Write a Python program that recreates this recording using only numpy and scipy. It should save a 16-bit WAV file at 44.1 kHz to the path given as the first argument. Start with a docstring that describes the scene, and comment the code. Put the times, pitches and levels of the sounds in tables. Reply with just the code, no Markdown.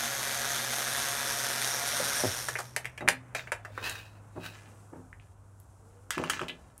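"""Screwdriver on a sheet-metal cabinet

A small cordless screwdriver backs a screw out of a cabinet on a patio table and coasts to a stop:
harmonics of the motor turn and pulsed gear noise excite the resonances of its housing.
The tool and loose parts then tap (clicks and ringing modes), knock (low damped blows) and scrape (filtered
slips) on cabinet and wood, over a distant engine hum, a faint gliding tone, a low outdoor wash and a hiss."""
import sys
import numpy as np
from scipy import signal
from scipy.fft import rfft, irfft
from scipy.io import wavfile
from scipy.ndimage import uniform_filter1d

SR = 44100
rng = np.random.default_rng(int(sys.argv[2]) if len(sys.argv) > 2 else 0)


def generate_wav(signal):
    """Clip the signal to [-1, 1] and save it as 16-bit WAV at the path in sys.argv[1]."""
    frames = np.transpose(np.atleast_2d(signal))
    scaled = np.clip(frames, -1, 1) * 32767
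    pcm = np.round(scaled).astype(np.int16)
    wavfile.write(sys.argv[1], SR, pcm)


N = 299880
HZ, T = np.fft.rfftfreq(N, 1 / SR), np.arange(N) / SR

# Modes of the struck or shaken metal: [pitch_hz, rel_level_db, t60_s]
PANEL_MODES = [(1368, -9, 0.044), (1705, -3, 0.11), (2015, -9, 0.12), (2400, -7, 0.1), (2690, -9, 0.085),
               (3000, -14, 0.12), (3800, -13, 0.07), (6080, -22, 0.07)]
CABINET_UNTIL_S = 4  # contacts fall on the hollow cabinet before this, on solid parts after


def amp(db):
    """Decibels are a logarithmic measure of amplitude: 20 dB is a factor of ten."""
    return 10 ** (np.asarray(db) / 20)


def evened(x):
    """Normalisation: division by the root mean square gives unit power."""
    return x / np.sqrt(np.mean(x ** 2) + 1e-20)


def add(mix, s, sound):
    """Superposition: adds a sound to the mix from s seconds on."""
    part = mix[round(s * SR):][:len(sound)]
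    part += sound[:len(part)]


def coloured(x, points):
    """Spectral shaping: weights x by a table of (Hz, dB), interpolated over log frequency."""
    f, db = np.transpose(points)
    gain = amp(np.interp(np.log(HZ + 1), np.log(f + 1), db))
    return irfft(rfft(x) * gain, N)


def band(x, lo_hz, hi_hz):
    """Band-pass filtering: a Butterworth filter keeps what lies between two frequencies."""
    sos = signal.butter(2, [lo_hz, min(hi_hz, .45 * SR)], "band", fs=SR, output="sos")
    return signal.sosfilt(sos, x)


def resonate(x, hz, width):
    """Heterodyned resonance: shifts hz (fixed or moving) to zero, smooths, shifts back; peak gain 1."""
    turn = np.exp(2j * np.pi * np.cumsum(hz * np.ones(len(x))) / SR)
    r = np.exp(-np.pi * width / SR)
    smoothed = signal.lfilter([1 - r], [1, -r], x / turn)
    return 2 * (turn * smoothed).real


def wander(per_s):
    """Slow random modulation of rms 1: twice-averaged noise, sampled coarsely and interpolated."""
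    size = max(round(SR / per_s), 1)
    step = max(size // 20, 1)
    coarse = rng.standard_normal(N // step + 2)
    for _ in range(2):
        coarse = uniform_filter1d(coarse, size // step)
    return np.interp(np.arange(N) / step, np.arange(len(coarse)), evened(coarse))


def stroke(s, db, rise_db_per_s, fall_db_per_s):
    """Exponential envelope: climbs to its peak at s and falls away, both straight in dB."""
    return amp(db - np.where(T < s, rise_db_per_s * (s - T), fall_db_per_s * (T - s)))


def screwdriver():
    """Periodic excitation: like knocks each motor turn make harmonics, and shake loose puffs of noise."""
    # Colour of gearbox and housing: [pitch_hz, rel_level_db]
    housing = [(110, -32.5), (180, -12.5), (555, 0), (1030, -1.5), (1620, 4), (2790, -5.5), (3500, -4),
               (5450, -4), (6260, -2), (7400, -5.5), (12300, -4.5), (16000, -25)]
    # Gear whine: [multiple_of_motor_turn, rel_level_db]
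    gear_tones = [(1.685, -55), (5.06, -49), (5.6, -58), (6.74, -57), (10.11, -54), (10.7, -55),
                  (11.92, -51), (15.17, -55), (16.84, -53)]
    # Bright resonances of the shell: [pitch_hz, width_hz, drift_db_per_s]
    shell = [(3600, 700, -1), (5600, 350, 8), (6350, 450, -2), (9000, 500, 5)]
    # Multiples of the turn that partly cancel: {order: level_db}
    weak_orders = {3: -8, 6: -8, 15: -5, 16: -8, 20: -6, 24: -4}
    run_turns_per_s, gain_turns_per_s2 = 138.8, .42  # the screw loosens, so the motor slowly gains speed
    release_s, coast_turns_per_s2 = 2.23, 143  # the trigger is let go and the motor slows steadily
    run_db, coast_db_per_s = -34.5 + 1.5, 26.5  # body rms while running, and its fall while coasting
    faster_fall_s, extra_fall_db_per_s = 2.436, 47.5  # from here the level falls faster still
    whine_gain_db = 35.0 - 1.5  # of the whine over the body
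    flutter_db, grip_db = 3, 2.5  # the grip shifts on the shell
    stack_share, shell_share = .33, .8
    drift_zero_s = 0.9  # the drifting resonances have no drift gain here

    coasting = np.maximum(T - release_s, 0)
    speed = run_turns_per_s + gain_turns_per_s2 * T - coast_turns_per_s2 * coasting
    speed = np.maximum(speed, 0)
    turns = np.cumsum(speed * (1 + .0015 * wander(15))) / SR + .0025 * wander(140)
    turns += .0075 * np.sin(2 * np.pi * .1 * turns)  # the planet carrier, ten times slower, tugs at the motor
    extra_fall_db = extra_fall_db_per_s * np.maximum(T - faster_fall_s, 0)
    level = amp(run_db - coast_db_per_s * coasting - extra_fall_db)
    mesh = (speed / speed.max()) ** 8  # the teeth lose their load as soon as the motor coasts

    stack = np.zeros(N)
    for k in range(3, 46):
        strength = amp(flutter_db * wander(7.26) + weak_orders.get(k, 0)) / (1 + (k / 50) ** 2)
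        phase = 0.009 * k ** 2  # smears the knock a little
        stack += strength * np.cos(2 * np.pi * k * turns + phase)
    puff = 0.45 + amp(wander(220)) * np.exp(-((turns + 0.057) % 1) / 0.5)
    uneven = amp(.7 * wander(40) + 1.5 * wander(1200))
    rattle = evened(puff * uneven * rng.standard_normal(N)) + stack_share * mesh * evened(stack)

    bright = np.zeros(N)
    for hz, width, drift in shell:
        drift_db = drift * (np.minimum(T, release_s) - drift_zero_s)
        bright += amp(grip_db * wander(24.0) + drift_db) * resonate(rattle, hz, width)
    body = coloured(rattle + shell_share * bright, housing)
    whine = sum(amp(db + flutter_db * wander(25)) * np.sin(2 * np.pi * k * turns) for k, db in gear_tones)
    return level * (body / np.std(body[:SR]) + amp(whine_gain_db) * mesh * whine)


def taps():
    """Impact excitation: a short click, then a decaying rattle in several bands that also rings the panel."""
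    # Taps on metal and plastic: [start_s, level_db, click_pitch_hz, treble_db, ring_db]
    tap_rows = [(2.485, -24, 1340, 2.5, -4.5), (2.5542, -21.5, 1660, -30, -8), (2.587, -31, 1250, 0.5, 1),
                (2.601, -31.5, 1090, 2, -3.5), (2.7635, -17, 1840, 1.5, -12.5), (2.846, -30, 2030, -6, -15),
                (2.855, -20.5, 2020, -6.5, -15.5), (2.9772, -35.5, 2060, -3.5, -4),
                (3.0074, -32.5, 1730, -11, -6), (3.0774, -13, 1830, -12, -7.5),
                (3.0867, -6, 1920, -0.5, -17), (3.3488, -23.5, 1820, -5, -4),
                (3.394, -26.5, 2100, -12, -16.5), (3.473, -32.5, 1670, -15, -9.5),
                (3.519, -18.5, 1610, -5, -8), (3.649, -33, 1390, -9.5, -3.5),
                (3.7772, -24, 1320, -18, -8.5), (3.8964, -30, 2510, 10, -17),
                (5.129, -35.5, 1770, -20, -23), (5.1986, -44.5, 2460, -27, -22),
                (5.601, -40.5, 10900, -10, -28), (6.106, -21, 1460, 6, -12), (6.18, -21.5, 1210, -7, -19),
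                (6.238, -23.5, 1170, -7, -12), (6.298, -19.5, 1320, 4.5, -6.5),
                (6.3937, -24, 1330, -12, -17), (6.415, -24.5, 1290, -10, -18),
                (6.483, -27.5, 2730, -5.5, -9), (6.496, -26, 2650, -26, -11.5),
                (6.7797, -33.5, 10000, -17, -49.5)]
    hollow_db, solid_db = -3.5, -14  # low rattle of the hollow cabinet and of solid parts
    spot_db, metal_share = 3.5, .07  # each blow lands elsewhere and favours other modes

    out, t = np.zeros(N), np.arange(SR // 2) / SR
    modes = np.array([amp(db - 60 * t / t60) * np.sin(2 * np.pi * hz * t) for hz, db, t60 in PANEL_MODES])
    fall = amp(-60 * t / 0.066) * (1 - np.exp(-t / 0.0015))
    for s, db, hz, treble_db, ring_db in tap_rows:
        noise = rng.standard_normal(len(t))
        click = np.sin(2 * np.pi * hz * t) * (t * hz) ** 2 * np.exp(-t * hz / 0.58)
        snap = .5 * evened(band(noise, 4000, 10500)) * np.exp(-t / 0.0009)
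        ring = evened(band(band(noise, 0.81 * hz, 1.46 * hz), 0.89 * hz, 1.49 * hz))
        low_db = hollow_db if s < CABINET_UNTIL_S else solid_db
        ring += amp(low_db) * evened(band(noise, 400, 950))
        if s > CABINET_UNTIL_S and hz < 1600:  # solid parts click and ring about an octave up as well
            click += 0.49 * np.sin(4 * np.pi * hz * t) * (t * hz) ** 2 * np.exp(-t * hz / 0.54)
            ring += 0.92 * evened(band(noise, 2.25 * hz, 2.57 * hz))
        ring += amp(treble_db) * evened(band(noise, 3200, 9400)) * fall ** 0.84

        strike = noise[:200] * np.exp(-t[:200] / 0.0023)
        mode_mix = amp(spot_db * rng.standard_normal(len(PANEL_MODES))) @ modes
        metal = signal.fftconvolve(strike, mode_mix)[:len(t)]
        metal *= metal_share * min(hz / 1700, 1) ** 2  # low taps ring the metal less
        add(out, s, amp(db) * (6 * click + amp(treble_db) * snap + amp(ring_db) * (ring * fall + metal)))
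    return out


def knocks():
    """Damped modes of wood: a blow and lumpy rattle drive boards, the higher dying first; the top rings on."""
    # Dull knocks on the table: [start_s, level_db, pitch_hz, t60_s]
    knock_rows = [(1.931, -26, 590, 0.035), (1.997, -17, 540, 0.081), (2.199, -22.5, 610, 0.04),
                  (3.008, -22.5, 305, 0.37), (3.595, -39.5, 680, 0.046), (3.677, -39.5, 653, 0.058),
                  (3.702, -35, 557, 0.053), (3.816, -28, 444, 0.17), (4.353, -29.5, 266, 0.47),
                  (4.921, -33.5, 267, 0.37), (6.169, -22, 318, 0.71), (6.402, -26.5, 300, 0.53)]
    # Modes of the table top: [pitch_hz, rel_level_db, t60_s]
    top_modes = [(173, 2, 0.4), (260, 0, 0.4)]
    # Looser boards that buzz along: [pitch_hz]
    boards_hz = [265, 324, 510, 624, 840, 1030]
    hold_s, lumpy_db, gain_db = 0.009, 3, -11.5  # time before the decay, unevenness, gain on all knocks

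    out, t = np.zeros(N), np.arange(SR // 2) / SR
    top = sum(amp(db - 60 * t / t60) * np.sin(2 * np.pi * hz * t) for hz, db, t60 in top_modes)
    for s, db, hz, t60 in knock_rows:
        noise = band(band(rng.standard_normal(len(t)), 80, 1700), 80, 1700)
        lumps = evened(uniform_filter1d(rng.standard_normal(len(t)), 250))
        noise = noise * amp(lumpy_db * lumps)
        shape = (1 - np.exp(-t / 0.0054)) * amp(-60 * np.maximum(t - hold_s, 0) / max(t60, .01))
        weight = 300 / hz  # heavy knocks sound low and shake more loose
        blow = np.sin(2 * np.pi * hz * t) * np.exp(-t / 0.0062) / weight ** 1.8
        wood = 0.59 * evened(resonate(noise, hz, 260)) + blow
        boards = np.zeros(len(t))
        for board_hz in boards_hz:
            boards += 350 / board_hz * evened(resonate(noise, board_hz, 70)) * shape ** (board_hz / 600)
        ring = signal.fftconvolve(noise * shape, top)[:len(t)]
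        ring *= amp(-4) * weight ** 2 / abs(ring).max()
        add(out, s, amp(db + gain_db) * ((wood + 0.24 * weight ** 2 * boards) * shape + ring))
    return out


def scrapes():
    """Frictional excitation: dense uneven slips drive the rubbed metal; loose parts collide and ring briefly."""
    # Scrape strokes: [loudest_s, level_db, rise_db_per_s, fall_db_per_s, treble_db]
    strokes = [(3.359, -39.5, 2000, 216, -11), (3.85, -50, 104, 161, -29), (3.873, -35, 300, 211, -36),
               (3.982, -48, 161, 138, -53), (4.464, -40.5, 265, 256, -46)]
    # Resonances of the rubbed metal: [pitch_hz, width_hz, rel_level_db]
    rubbed = [(1000, 860, -18), (1640, 350, -5), (2540, 170, -2), (3800, 120, -8)]
    # Loose parts set shaking in the hand: [loudest_s, level_db, fall_db_per_s]
    shakes = [(4.539, -57.5, 80), (5.21, -77, 66), (5.91, -78, 110), (6.124, -45.5, 53), (6.18, -59, 99.5),
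              (6.315, -39, 151), (6.419, -49.5, 246)]
    shake_rise_db_per_s, shake_treble_db = 1500, -7
    rise_per_db = .006  # the rubbed cabinet rings higher as the stroke presses harder
    bumps_per_s = 130  # separate small impacts

    slips = rng.standard_normal(N) * amp(3 * wander(900) + 1.2 * wander(120))
    press_db = 20 * np.log10(sum(stroke(*row[:4]) for row in strokes) + 1e-9)
    press_db = np.clip(press_db - press_db.max() + 8.5, -15, 10)
    bend = 1 + rise_per_db * press_db * (T < CABINET_UNTIL_S)
    metal = 0.081 * band(slips, 290, 2100)
    for hz, width, db in rubbed:
        metal += amp(db + 2.5 * wander(40)) * resonate(slips, hz * bend, width)
    metal = evened(metal)

    bumps = 12 * (rng.random(N) < bumps_per_s / SR) * rng.standard_normal(N)
    contacts = slips * amp(2 * wander(300)) * .5 + bumps
    ringing = sum(amp(db) * resonate(contacts, hz, 39) for hz, db, _ in PANEL_MODES)
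    loose = evened(band(contacts, 940, 2840)) + evened(ringing)
    fizz = evened(band(band(slips, 2150, 8500), 2070, 9000))
    rubbing = sum(stroke(*row) * (metal + amp(treble_db) * fizz) for *row, treble_db in strokes)
    shaking = np.max([stroke(s, db, shake_rise_db_per_s, fall) for s, db, fall in shakes], axis=0)
    return rubbing + shaking * (loose + amp(shake_treble_db) * fizz)


def thump():
    """Transient low mode: a few cycles that sag in pitch, with three sharp kicks about their start."""
    # The hand jolts the cabinet: [start_s, level_db, from_hz, to_hz, length_s]
    jolt = (2.245, -29, 170, 85, .045)
    kicks_s, kick_db = (2.2372, 2.2454, 2.2532), -20  # the gears kick back

    s, db, from_hz, to_hz, length = jolt
    u = np.clip((T - s) / length, 0, None)
    turns = np.cumsum(to_hz + (from_hz - to_hz) * np.exp(-2 * u)) / SR
    out = amp(db) * 4 * u ** 2 * np.exp(-2 * u ** 2) * np.sin(2 * np.pi * turns)
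    kick = band(band(signal.unit_impulse(SR // 20), 120, 800), 120, 800)
    for kick_s in kicks_s:
        add(out, kick_s, -amp(kick_db) * kick / kick.max())
    return out


def patio(x):
    """Reverberation: sparse echoes of random sign from walls and roof; the treble dies first."""
    t = np.arange(SR // 2) / SR
    echoes = rng.choice([-1., 1.], len(t)) * (rng.random(len(t)) < .05) * (t > .004)
    low_tail = band(echoes, 120, 4800) * amp(-60 * t / 0.19)
    treble_tail = 1.63 * band(echoes, 2400, 18000) * amp(-60 * t / 0.13)
    tail = low_tail + treble_tail
    return signal.fftconvolve(x, tail / np.linalg.norm(tail))[:N]


def hum():
    """Frequency-modulated sine: a wavering low engine tone that sags, then drops to a slower speed and fades."""
    # Engine hum, one row a speed: [start_s, end_s, pitch_hz, sag_hz_per_s, level_db, fade_db_per_s]
    speeds = [(0, 3.45, 127.2, 1.7, -52, 0.3), (3.452, 6.1, 105.5, 2.9, -51, 3)]
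    out = np.zeros(N)
    for start, end, hz, sag, db, fade_db in speeds:
        on = np.clip(np.minimum(T - start + 0.043, end + 0.13 - T) / 0.11, 0, 1)
        turns = np.cumsum((hz - sag * (T - start)) * (1 + .01 * wander(10.0))) / SR
        level = np.sqrt(2) * amp(db - fade_db * (T - start) + 2 * wander(39))  # from rms to sine peak
        out += on * level * np.sin(2 * np.pi * turns)
    return out


def faint_tone():
    """Narrow-band noise: a moving resonance makes a fuzzy, broken whistle that glides up."""
    # A faint tone rises in the distance: [start_s, end_s, from_hz, to_hz, level_db]
    glide = (5.79, 6.12, 445, 515, -67)
    start, end, from_hz, to_hz, db = glide
    on = np.clip(np.minimum(T - start, end - T) * 20, 0, 1)
    hz = np.interp(T, (start, end), (from_hz, to_hz))
    whistle = resonate(resonate(rng.standard_normal(N), hz, 30), hz, 30)
    return on * amp(db) * evened(whistle)


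def yard():
    """Broadband noise: a low wash and a treble hiss, each swelling a little, over a gently wavering rumble."""
    # Spectrum of the wash: [pitch_hz, rel_level_db]
    wash_colour = [(80, -29), (130, 1.5), (400, -7), (800, -6), (1500, -12), (1900, -30), (3000, -53)]
    # Spectrum of the hiss: [pitch_hz, rel_level_db]
    hiss_colour = [(1470, -46.5), (2500, -18.5), (4600, -20), (5880, -13.5), (8040, -10), (9880, -12.5),
                   (15500, -30)]
    # Background levels, the wash without its upper band: [time_s, wash_db, hiss_db]
    levels = [(2.7, -57.5, -72), (4.201, -61.5, -73.5), (4.7, -58, -66.5), (5.301, -65.5, -75),
              (5.9, -61.5, -71), (6.8, -63.5, -73)]
    dulls_s, bright_db, dull_db = (3.6, 4.9), -7.5, -18  # the wash's upper band weakens between these times

    s, wash_db, hiss_db = np.transpose(levels)
    wash = evened(coloured(rng.standard_normal(N), wash_colour))
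    hiss = evened(coloured(rng.standard_normal(N), hiss_colour))
    upper = evened(band(band(rng.standard_normal(N), 870, 2600), 870, 2600))
    wash += amp(np.interp(T, dulls_s, (bright_db, dull_db))) * upper
    rumble = evened(band(band(rng.standard_normal(N), 35, 120), 35, 120))
    rumble *= amp(-59.0 + 2 * wander(4.2))
    wash *= amp(np.interp(T, s, wash_db) + 1.2 * wander(8))
    hiss *= amp(np.interp(T, s, hiss_db) + wander(40))
    return wash + hiss + rumble


def scene():
    """Superposition of the sources; only the hand-made sounds are given echoes."""
    hands = thump() + taps() + knocks() + scrapes()
    near = screwdriver() + hands + amp(-7.0) * patio(hands)
    return (near + hum() + faint_tone() + yard())[None]


def record(dry):
    """Band limitation: the microphone drops the deepest bass, the recorder the highest treble."""
    edge_hz = 15900
    heard = signal.sosfilt(signal.butter(3, 38, "high", fs=SR, output="sos"), dry)
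    low_pass = signal.firwin(511, edge_hz, window=("kaiser", 9), fs=SR)
    return signal.oaconvolve(heard, low_pass[None], "same")


dry = scene()
out = record(dry)
generate_wav(out)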